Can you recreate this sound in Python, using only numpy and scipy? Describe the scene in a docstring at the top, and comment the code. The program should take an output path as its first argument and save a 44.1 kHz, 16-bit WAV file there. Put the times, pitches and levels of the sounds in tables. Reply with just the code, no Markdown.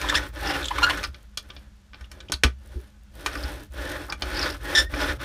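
"""Paint roller on a workbench

A plastic roller with an edge guide runs back and forth over a board, close by, in a small, dry room.
Friction makes the guide scrape and the dry axle squeak; wet paint crackles off the nap, and the
rolling forces the bench to rumble. In a pause the frame is handled: small clicks, then one hard
snap whose impact thumps the bench."""
import sys
import numpy as np
from scipy import signal
from scipy.fft import rfft, irfft, next_fast_len
from scipy.io import wavfile
from scipy.ndimage import uniform_filter1d

SR = 44100
rng = np.random.default_rng(int(sys.argv[2]) if len(sys.argv) > 2 else 0)


def generate_wav(sig):
    """Save sig (samples, or channels by samples) to the path in sys.argv[1] as 16-bit PCM at SR."""
    pcm = np.round(np.clip(np.atleast_2d(sig).T, -1, 1) * 32767).astype(np.int16)
    wavfile.write(sys.argv[1], SR, pcm)


N = 231501
T = np.arange(N) / SR


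# Passes and nudges of the roller:
# (start [s], fastest [s], end [s], tread level [dB], guide level [dB], paint level [dB])
STROKES = [(-.2, 0.132, 0.32, -38, -30.5, -45.5), (0.319, 0.501, 0.71, -36.5, -31, -42.5),
           (0.598, 0.872, 1.116, -39, -32, -46), (1.073, 1.18, 1.29, -65, -63.5, -65),
           (1.374, 1.493, 1.74, -61.5, -57, -63.5), (1.91, 2.04, 2.09, -64, -55.5, -69),
           (2.09, 2.15, 2.35, -56, -59, -68), (2.55, 2.739, 2.95, -58.5, -60, -60),
           (3.099, 3.426, 3.683, -41, -40.5, -47), (3.702, 3.888, 4.126, -39.5, -37, -46.5),
           (4.163, 4.437, 4.603, -36.5, -31.5, -45.5), (4.578, 4.773, 4.866, -35.5, -31.5, -41.5),
           (4.884, 5.029, 5.184, -34, -29.5, -42.5), (5.182, 5.285, 5.67, -35.5, -28.5, -43.5)]

def strokes():
    """Power laws: the amplitudes of tread, scrape and crackle each grow as a power of roller speed."""
    tread, guide, paint = undb([-73.5, -70, -73.5])  # roller at rest
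    for start, fastest, end, tread_db, guide_db, paint_db in STROKES:
        progress = np.interp(T, [start, fastest, end], [0, .5, 1])
        speed = np.abs(np.sin(np.pi * progress))
        tread = np.hypot(tread, undb(tread_db) * speed ** 1.31)
        guide = np.hypot(guide, undb(guide_db) * speed ** 1.6)
        paint = np.hypot(paint, undb(paint_db) * speed ** .93)
    return tread, guide, paint


# Resonances of the board: (frequency [Hz], bandwidth [Hz], gain [dB])
BOARD_MODES = [(262, 37, 1), (319.4, 75, 7), (529, 34, 7), (603, 120, 9.5), (820, 260, 4), (1465, 78, 5),
               (1742, 89, 6.5), (2850, 98, -6.5), (3420, 110, 6), (3720, 77, 7.5), (4270, 230, 5),
               (5400, 300, 2.5)]
# Spectra of the nap's tread, the guide's scrape and the paint's crackle: (frequency [Hz], gain [dB])
TREAD_SPECTRUM = [(60, -25), (120, -3), (170, -2.5), (260, 2), (420, -1), (560, 0.5), (690, -7.5),
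                  (850, -2), (1200, -9), (2200, -29), (8000, -60.5)]
SCRAPE_SPECTRUM = [(200, -35), (650, -19), (1050, -1.5), (1500, 3.5), (2200, -2.5), (3300, -5.5),
                   (4500, -13.5), (5600, -13), (6800, -20.5), (10000, -23.5), (15000, -31)]
PAINT_SPECTRUM = [(800, -14), (3000, 3.5), (6000, -1.5), (7500, -9), (9200, 0), (10600, -6.5), (12300, -3),
                  (15500, -16)]

def rolling(tread, guide, paint):
    """Shot noise: tiny impulses merge as the nap treads, the guide catches and paint threads snap."""
    spurts = walk(rate=50)
    contacts = grains(per_second=2500, spread_db=2.5) * undb(1.3 * spurts)
    catches = grains(per_second=3500, spread_db=0) * undb(2 * spurts)
    snaps = grains(per_second=4000, spread_db=-.5) * undb(2.85 * walk(rate=200))
    body = unit(colour(contacts, TREAD_SPECTRUM, BOARD_MODES))
    scrape = unit(colour(catches, SCRAPE_SPECTRUM, BOARD_MODES))
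    crackle = unit(colour(snaps, PAINT_SPECTRUM))
    return tread * body + undb(.3) * guide * scrape + undb(-1.3) * paint * crackle


# Resonances of the plastic frame: (frequency [Hz], bandwidth [Hz], gain [dB])
FRAME_MODES = [(608, 13, 6.5), (1183, 76, 9), (1380, 70, 1.5), (1510, 79, 9), (2060, 43, -3),
               (2367, 120, 10), (3060, 330, 5), (3393, 140, 4.5), (4380, 180, 5), (5540, 420, 4.5),
               (6520, 270, 7.5), (9300, 390, 4)]
# Axle squeaks: (time [s], duration [s], start pitch [Hz], end pitch [Hz], relative level [dB],
# overtones re fundamental [dB], roughness [0-1])
SQUEAKS = [(0.041, 0.012, 952, 992, -29, -18, 0.7), (.093, 0.0084, 1780, 1758, -20.5, -5.5, 0.76),
           (0.122, 0.016, 1260, 952, -28, -24, 1), (0.141, .01, 1016, 1470, -25.5, -1.5, 0.9),
           (.15, 0.01, 1600, 1790, -19.5, -2, 0.46), (0.163, 0.019, 1861, 1882, -27, -5, 1),
           (0.706, .011, 826, 1046, -24, -11, 0.4), (0.78, 0.0071, 1000, 1150, -21.5, -7.5, 0.87),
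           (0.816, 0.024, 920, 1174, -23.5, -14, 0.86), (0.827, 0.019, 1382, 1425, -13, -7.5, 0.35),
           (0.861, 0.033, 1475, 1486, -23, -23.5, 1), (0.894, 0.017, 916, 1063, -23.5, -1.5, 0.7),
           (4.748, 0.0354, 1793, 1768, -18.5, -3.5, 0.47), (4.779, 0.026, 1770, 1766, -22.5, 3, 0.37),
           (4.809, 0.016, 1768, 1816, -31.5, -1.5, 0.4), (4.831, 0.049, 1778, 1856, -38.5, -32, 0)]

def axle(attack_s=.0046, ring_t60=.035):
    """Stick-slip oscillation: the dry axle chirps; uneven slipping smears the harmonics and adds rasp."""
    out = np.zeros(N)
    wobble = walk(rate=1120)
    rasp_spectrum = [(500, -10), (1500, -7.5), (3300, 6.5), (6500, -4), (10000, -8), (15000, -16.5)]
    rasp = unit(colour(rng.standard_normal(N), rasp_spectrum, FRAME_MODES))
    for start, length, start_hz, end_hz, first_db, overtones_db, rough in SQUEAKS:
        second_db = first_db + overtones_db + 1.2
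        third_db = first_db + overtones_db - .8
        t = T[:int((length + ring_t60) * SR)]
        now = slice(int(start * SR), int(start * SR) + len(t))
        hz = np.interp(t, [0, length], [start_hz, end_hz]) * (1 + .05 * rough * wobble[now])
        phase = 2 * np.pi * np.cumsum(hz) / SR
        tone = .95 * rough * undb(third_db) * rasp[now] * (1 + np.cos(phase))  # one noise burst per slip
        for k, db in enumerate([first_db, second_db, third_db, third_db - 13.5, third_db - 15.5], 1):
            smear = rough * min(k, 3) * .75 * walk(520, len(t))
            flutter = 1 + .7 * rough * walk(600, len(t))
            tone += undb(db) * np.sqrt(2) * np.sin(k * phase + smear) * flutter
        envelope = np.minimum(t / attack_s, 1) * fade(np.maximum(t - length, 0), ring_t60)
        add(out, start, tone * envelope)
    return out * undb(-2.5)


# Clicks of the frame: (time [s], relative level [dB], low band [dB], middle band [dB], top band [dB])
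CLICKS = [(0.013, -18, -26, -3, -13.5), (0.972, -22.5, -16, -7, -13), (1.029, -18.5, -17, 0, -10.5),
          (1.037, -13.5, -22, -4.5, -17.5), (1.143, -31, -38.5, -6, -26), (1.372, -14, -27, -18.5, -15),
          (1.5, -30, -13, -7, -40), (1.563, -30.5, -18, -10, -44), (1.932, -32, -15.5, 1.5, -36),
          (1.942, -31, -13.5, -7, -51), (2.008, -33.5, -8, -1, -12), (2.114, -29.5, -24, -6, -8),
          (2.202, -31, -28, -6, -28), (2.297, -23.5, 2, -4.5, -19), (2.319, -9, -19.5, -11.5, -11.5),
          (2.434, 0.5, -15.5, -4, -16), (2.442, -11, -24, -15, -27), (3.26, -8.5, -15, 0.5, -10.5),
          (3.352, -18.5, -17, 15, -3), (4.122, -13.5, -6, -1, -12.5), (4.22, -12, -13, -10, -22),
          (4.937, -15.5, -8, 4, -28)]

def clicks(attack_s=.00025, crack_t60=.024, ring_t60=.084, ring_db=-5.5, lag_s=.0012):
    """Impulse response: a sharp crack, then the dense, quickly damped modes of the plastic frame."""
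    out, t = np.zeros(N), T[:4096]
    envelope = np.minimum(t / attack_s, 1) * (fade(t, crack_t60) + undb(ring_db) * fade(t, ring_t60))
    for start, db, low, mid, top in CLICKS:
        spectrum = [(80, low - .5), (260, low + .5), (500, low), (800, low + 1),
                    (1300, mid - 5), (2100, mid - 6.5), (3400, -14.5), (5200, -16),
                    (7500, top - 10), (10000, top - 11), (15000, top - 25)]
        click = unit(colour(rng.standard_normal(len(t)) * envelope, spectrum, FRAME_MODES))
        add(out, start + lag_s, undb(db - 22.5) * click)
    return out


# Spells of chatter in the guide: (start [s], end [s], level at mid-spell [dB])
CHATTER = [(0.448, 0.573, -39.5), (3.3, 3.48, -47.5), (4.311, 4.545, -31.5), (4.958, 5.106, -40)]

def chatter(per_second=75, jitter=.28, centre_hz=5000, scatter_db=4):
    """Friction chatter: an uneven train of slips swells and fades; returns rows as in HIGH_RINGS."""
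    rows = []
    for start, end, db in CHATTER:
        for k, (late, high, loud) in enumerate(rng.standard_normal((24, 3))):
            time = start + (k + .5 + jitter * late) / per_second
            if start < time < end:
                swell_db = 10 * np.log10(np.sin(np.pi * (time - start) / (end - start)))
                rows.append((time, centre_hz * (1 + .0486 * high), db + swell_db + scatter_db * loud))
    return rows


# Single slips of the guide, and the brief high ring of the frame's clicks in the pause:
# (time [s], centre frequency [Hz], level [dB])
HIGH_RINGS = [(0.086, 3470, -27), (.096, 3560, -27), (.471, 5240, -28.5), (.627, 3750, -32),
              (.642, 3330, -27.5), (.654, 3590, -25.5), (.682, 3450, -27), (1.045, 4810, -29),
              (1.502, 3050, -39.5), (2.042, 3060, -46), (2.204, 3750, -42.5), (2.284, 3020, -41.5),
              (2.337, 4190, -23.5), (3.434, 4790, -32.5), (4.098, 4970, -30), (4.372, 4880, -29),
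              (4.4137, 4880, -26.5), (4.427, 4600, -21.5)]
# Octave above each ring: (centre frequency [Hz], relative level of the octave [dB])
RING_OCTAVE = [(3000, -24.5), (3550, -7), (4300, -31)]

def high_rings(width_hz=620, rise_s=.0021, hold_s=.004, t60=.028):
    """Transient excitation: a guide slip or frame click rings the plastic, too briefly for clear pitch."""
    out, t = np.zeros(N), T[:3000]
    envelope = np.minimum(t / rise_s, 1) * fade(np.maximum(t - hold_s, 0), t60)
    for start, hz, db in HIGH_RINGS + chatter():
        octave_db = np.interp(hz, *np.transpose(RING_OCTAVE))
        ring = noise_band(hz, width_hz, len(t))
        ring += undb(octave_db) * noise_band(2 * hz, 2 * width_hz, len(t))
        scratch = undb(-9.5) * noise_band(3600, 2800, len(t))
        add(out, start, undb(db) * envelope * (ring + scratch))
    return out


# Rubbed resonances: (start [s], end [s], frequency [Hz], bandwidth [Hz], level [dB])
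RUBS = [(0.381, 0.625, 788, 70.4, -37), (.42, 0.584, 2820, 70, -38), (2.722, 2.82, 369, 69.2, -50.5),
        (3.749, 4.078, 1780, 190, -42.5), (4.076, 4.136, 1101, 900, -38), (4.619, 4.785, 1800, 188, -40),
        (4.96, 5.163, 1481, 100, -41)]

def rubs():
    """Resonance: light friction drives one mode of the tool or board, which swells and dies away."""
    out = np.zeros(N)
    for start, end, hz, width_hz, db in RUBS:
        swell = signal.windows.tukey(int((end - start) * SR), .7)
        add(out, start, undb(db) * swell * noise_band(hz, width_hz, len(swell)))
    return out


def bubble_pops(paint, per_second=34, peak_db=-33, scatter_db=.5, onset_db=-60, full_paint_db=-42):
    """Poisson process: paint bubbles burst in bright ticks, fewer and softer when the roller is slow."""
    out, t = np.zeros(N), T[:1500]
    spectrum = [(1000, -27.5), (4000, -11.5), (9000, -.5), (12500, -5.5), (15500, -.5)]
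    rate = per_second * np.minimum(paint / undb(onset_db), 1) ** 4
    for i in np.flatnonzero(rng.random(N) < rate / SR):
        tick = colour(rng.standard_normal(len(t)) * fade(t, t60=.0063), spectrum)
        strength = (paint[i] / undb(full_paint_db)) ** .38
        peak = strength * undb(peak_db - scatter_db * rng.standard_normal())
        add(out, T[i], peak * tick / np.abs(tick).max())
    return out


# Modes of the bench top: (frequency [Hz], relative level [dB], decay time T60 [s])
BENCH_MODES = [(65.1, -2, 0.3), (71.4, -1, 0.13), (121, -19, 0.25), (241, -7, 0.1), (366, -7.5, .11)]
# Knocks that reach the bench: (time [s], peak level [dB], contact time [s])
THUMPS = [(.155, -22.5, 0.0054), (1.075, -30.5, .004), (1.566, -35, 0.0053), (2.01, -35, .004),
          (2.335, -25, 0.0044), (2.447, -10, 0.0021), (2.757, -22, 0.0038), (3.441, -24, 0.0041),
          (4.229, -27, 0.0018), (4.931, -23.5, 0.0028), (5.095, -21.5, 0.0027)]
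# Spectrum of the bench's rumble: (frequency [Hz], gain [dB])
RUMBLE_SPECTRUM = [(15, -37), (30, -21.5), (45, -3.5), (58, 5), (76, -4.5), (95, -15), (125, -13),
                   (170, -35.5), (400, -67.5)]

def bench(tread, rumble_db=-33, full_tread_db=-37.5, smoothing_s=.16):
    """Free and forced vibration: the bench top rings after each knock and rumbles under the rolling."""
    out, t = np.zeros(N), T[:16384]
    ring = sum(undb(db) * np.sin(2 * np.pi * hz * t) * fade(t, t60) for hz, db, t60 in BENCH_MODES)
    for start, db, contact_s in THUMPS:
        force = np.sin(np.pi * np.minimum(t / contact_s, 1))
        boom = signal.fftconvolve(ring, force)[:len(t)]
        add(out, start, -undb(db) * boom / np.abs(boom).max())
    drive = (uniform_filter1d(tread, int(smoothing_s * SR)) / undb(full_tread_db)) ** .52
    rumble = unit(colour(rng.standard_normal(N), RUMBLE_SPECTRUM))
    return out + undb(rumble_db) * drive * rumble


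def room(x, t60=.13, wet_db=-9.5, first_echo_s=.004):
    """Reverberation: reflections from near walls add a short, slightly dull tail to the direct sound."""
    t = T[:12000]
    echoes = rng.standard_normal(len(t)) * fade(t, t60) * (t > first_echo_s)
    tail = colour(echoes, [(200, 11), (4000, -4), (8000, -5.5), (15000, -.5)])
    tail /= np.sqrt(np.sum(tail ** 2))
    return x + undb(wet_db) * signal.fftconvolve(x, tail)[:N]


# Spectrum of the room's ambient noise: (frequency [Hz], gain [dB])
AMBIENT_SPECTRUM = [(15, -22), (25, -0.5), (64, -11.5), (148, -27.5), (204, -8), (233, -30), (648, -35.5),
                    (703, -34), (762, -34.5), (826, -33.5), (6920, -41), (15500, -64.5)]

def background(noise_db=-55.5, hum_hz=211, hum_db=-65.5):
    """Noise floor: stationary room noise and a faint hum that wavers by phase modulation."""
    hum = np.sqrt(2) * np.sin(2 * np.pi * hum_hz * T + .4 * walk(rate=6))
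    noise = unit(colour(rng.standard_normal(N), AMBIENT_SPECTRUM))
    return undb(noise_db) * noise + undb(hum_db) * hum


def undb(db):
    """Decibels to amplitude ratio."""
    return 10 ** (np.asarray(db) / 20)


def unit(x):
    """Normalisation to an rms of one."""
    return x / np.sqrt(np.mean(x ** 2) + 1e-18)


def add(out, start_s, x):
    """Superposition of a sound at its start time."""
    i = max(int(start_s * SR), 0)
    out[i:i + len(x)] += x[:max(N - i, 0)]


def fade(t, t60):
    """Exponential decay, 60 dB in t60 seconds."""
    return np.exp(-np.log(1000) * t / t60)


def colour(x, spectrum, resonances=()):
    """Minimum-phase filter: a smooth spectrum with resonance peaks and dips on it."""
    size = 2 * next_fast_len(len(x) // 2 + 1024)
    f = np.arange(size // 2 + 1) * SR / size
    hz, db = np.transpose(spectrum)
    gain_db = np.interp(np.log(f + 1), np.log(hz), db)
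    for centre, width, lift in resonances:
        gain_db += lift / (1 + (2 * (f - centre) / width) ** 2)
    cepstrum = irfft(np.log(undb(gain_db)))
    cepstrum[1:size // 2] *= 2  # folding onto positive time makes the filter causal
    cepstrum[size // 2 + 1:] = 0
    return irfft(rfft(x, size) * np.exp(rfft(cepstrum)))[:len(x)]


def walk(rate, size=N):
    """Low-pass noise: smooth random wandering with an rms of one."""
    span = max(int(SR / rate), 1)
    return unit(uniform_filter1d(uniform_filter1d(rng.standard_normal(size), span), span))


def grains(per_second, spread_db):
    """Poisson impulses of random sign, their levels spread exponentially in decibels."""
    happens = rng.random(N) < per_second / SR
    sizes = undb(spread_db * np.minimum(rng.exponential(size=N), 4))
    return happens * sizes * np.sign(rng.standard_normal(N))


def noise_band(hz, width_hz, size):
    """Narrow-band noise: a randomly driven resonance with an rms of one."""
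    phase = 2 * np.pi * hz * T[:size]
    return walk(2.1 * width_hz, size) * np.sin(phase) + walk(1.37 * width_hz, size) * np.cos(phase)


def scene():
    """Superposition: the roller with its reverberation, the bench and the noise floor in one channel."""
    tread, guide, paint = strokes()
    low = bench(tread) + background()
    roller = rolling(tread, guide, paint) + axle() + rubs() + clicks() + high_rings() + bubble_pops(paint)
    return (room(roller) + low)[None]


def record(dry):
    """Band limiting and clipping: the deepest bass is cut, then the peaks, then the highest treble."""
    high_pass = signal.butter(2, 35, "high", fs=SR, output="sos")
    low_pass = signal.ellip(10, .2, 80, 15450, fs=SR, output="sos")
    clipped = np.clip(signal.sosfilt(high_pass, dry), -.9, .9)
    return signal.sosfilt(low_pass, clipped)


dry = scene()
out = record(dry)
generate_wav(out)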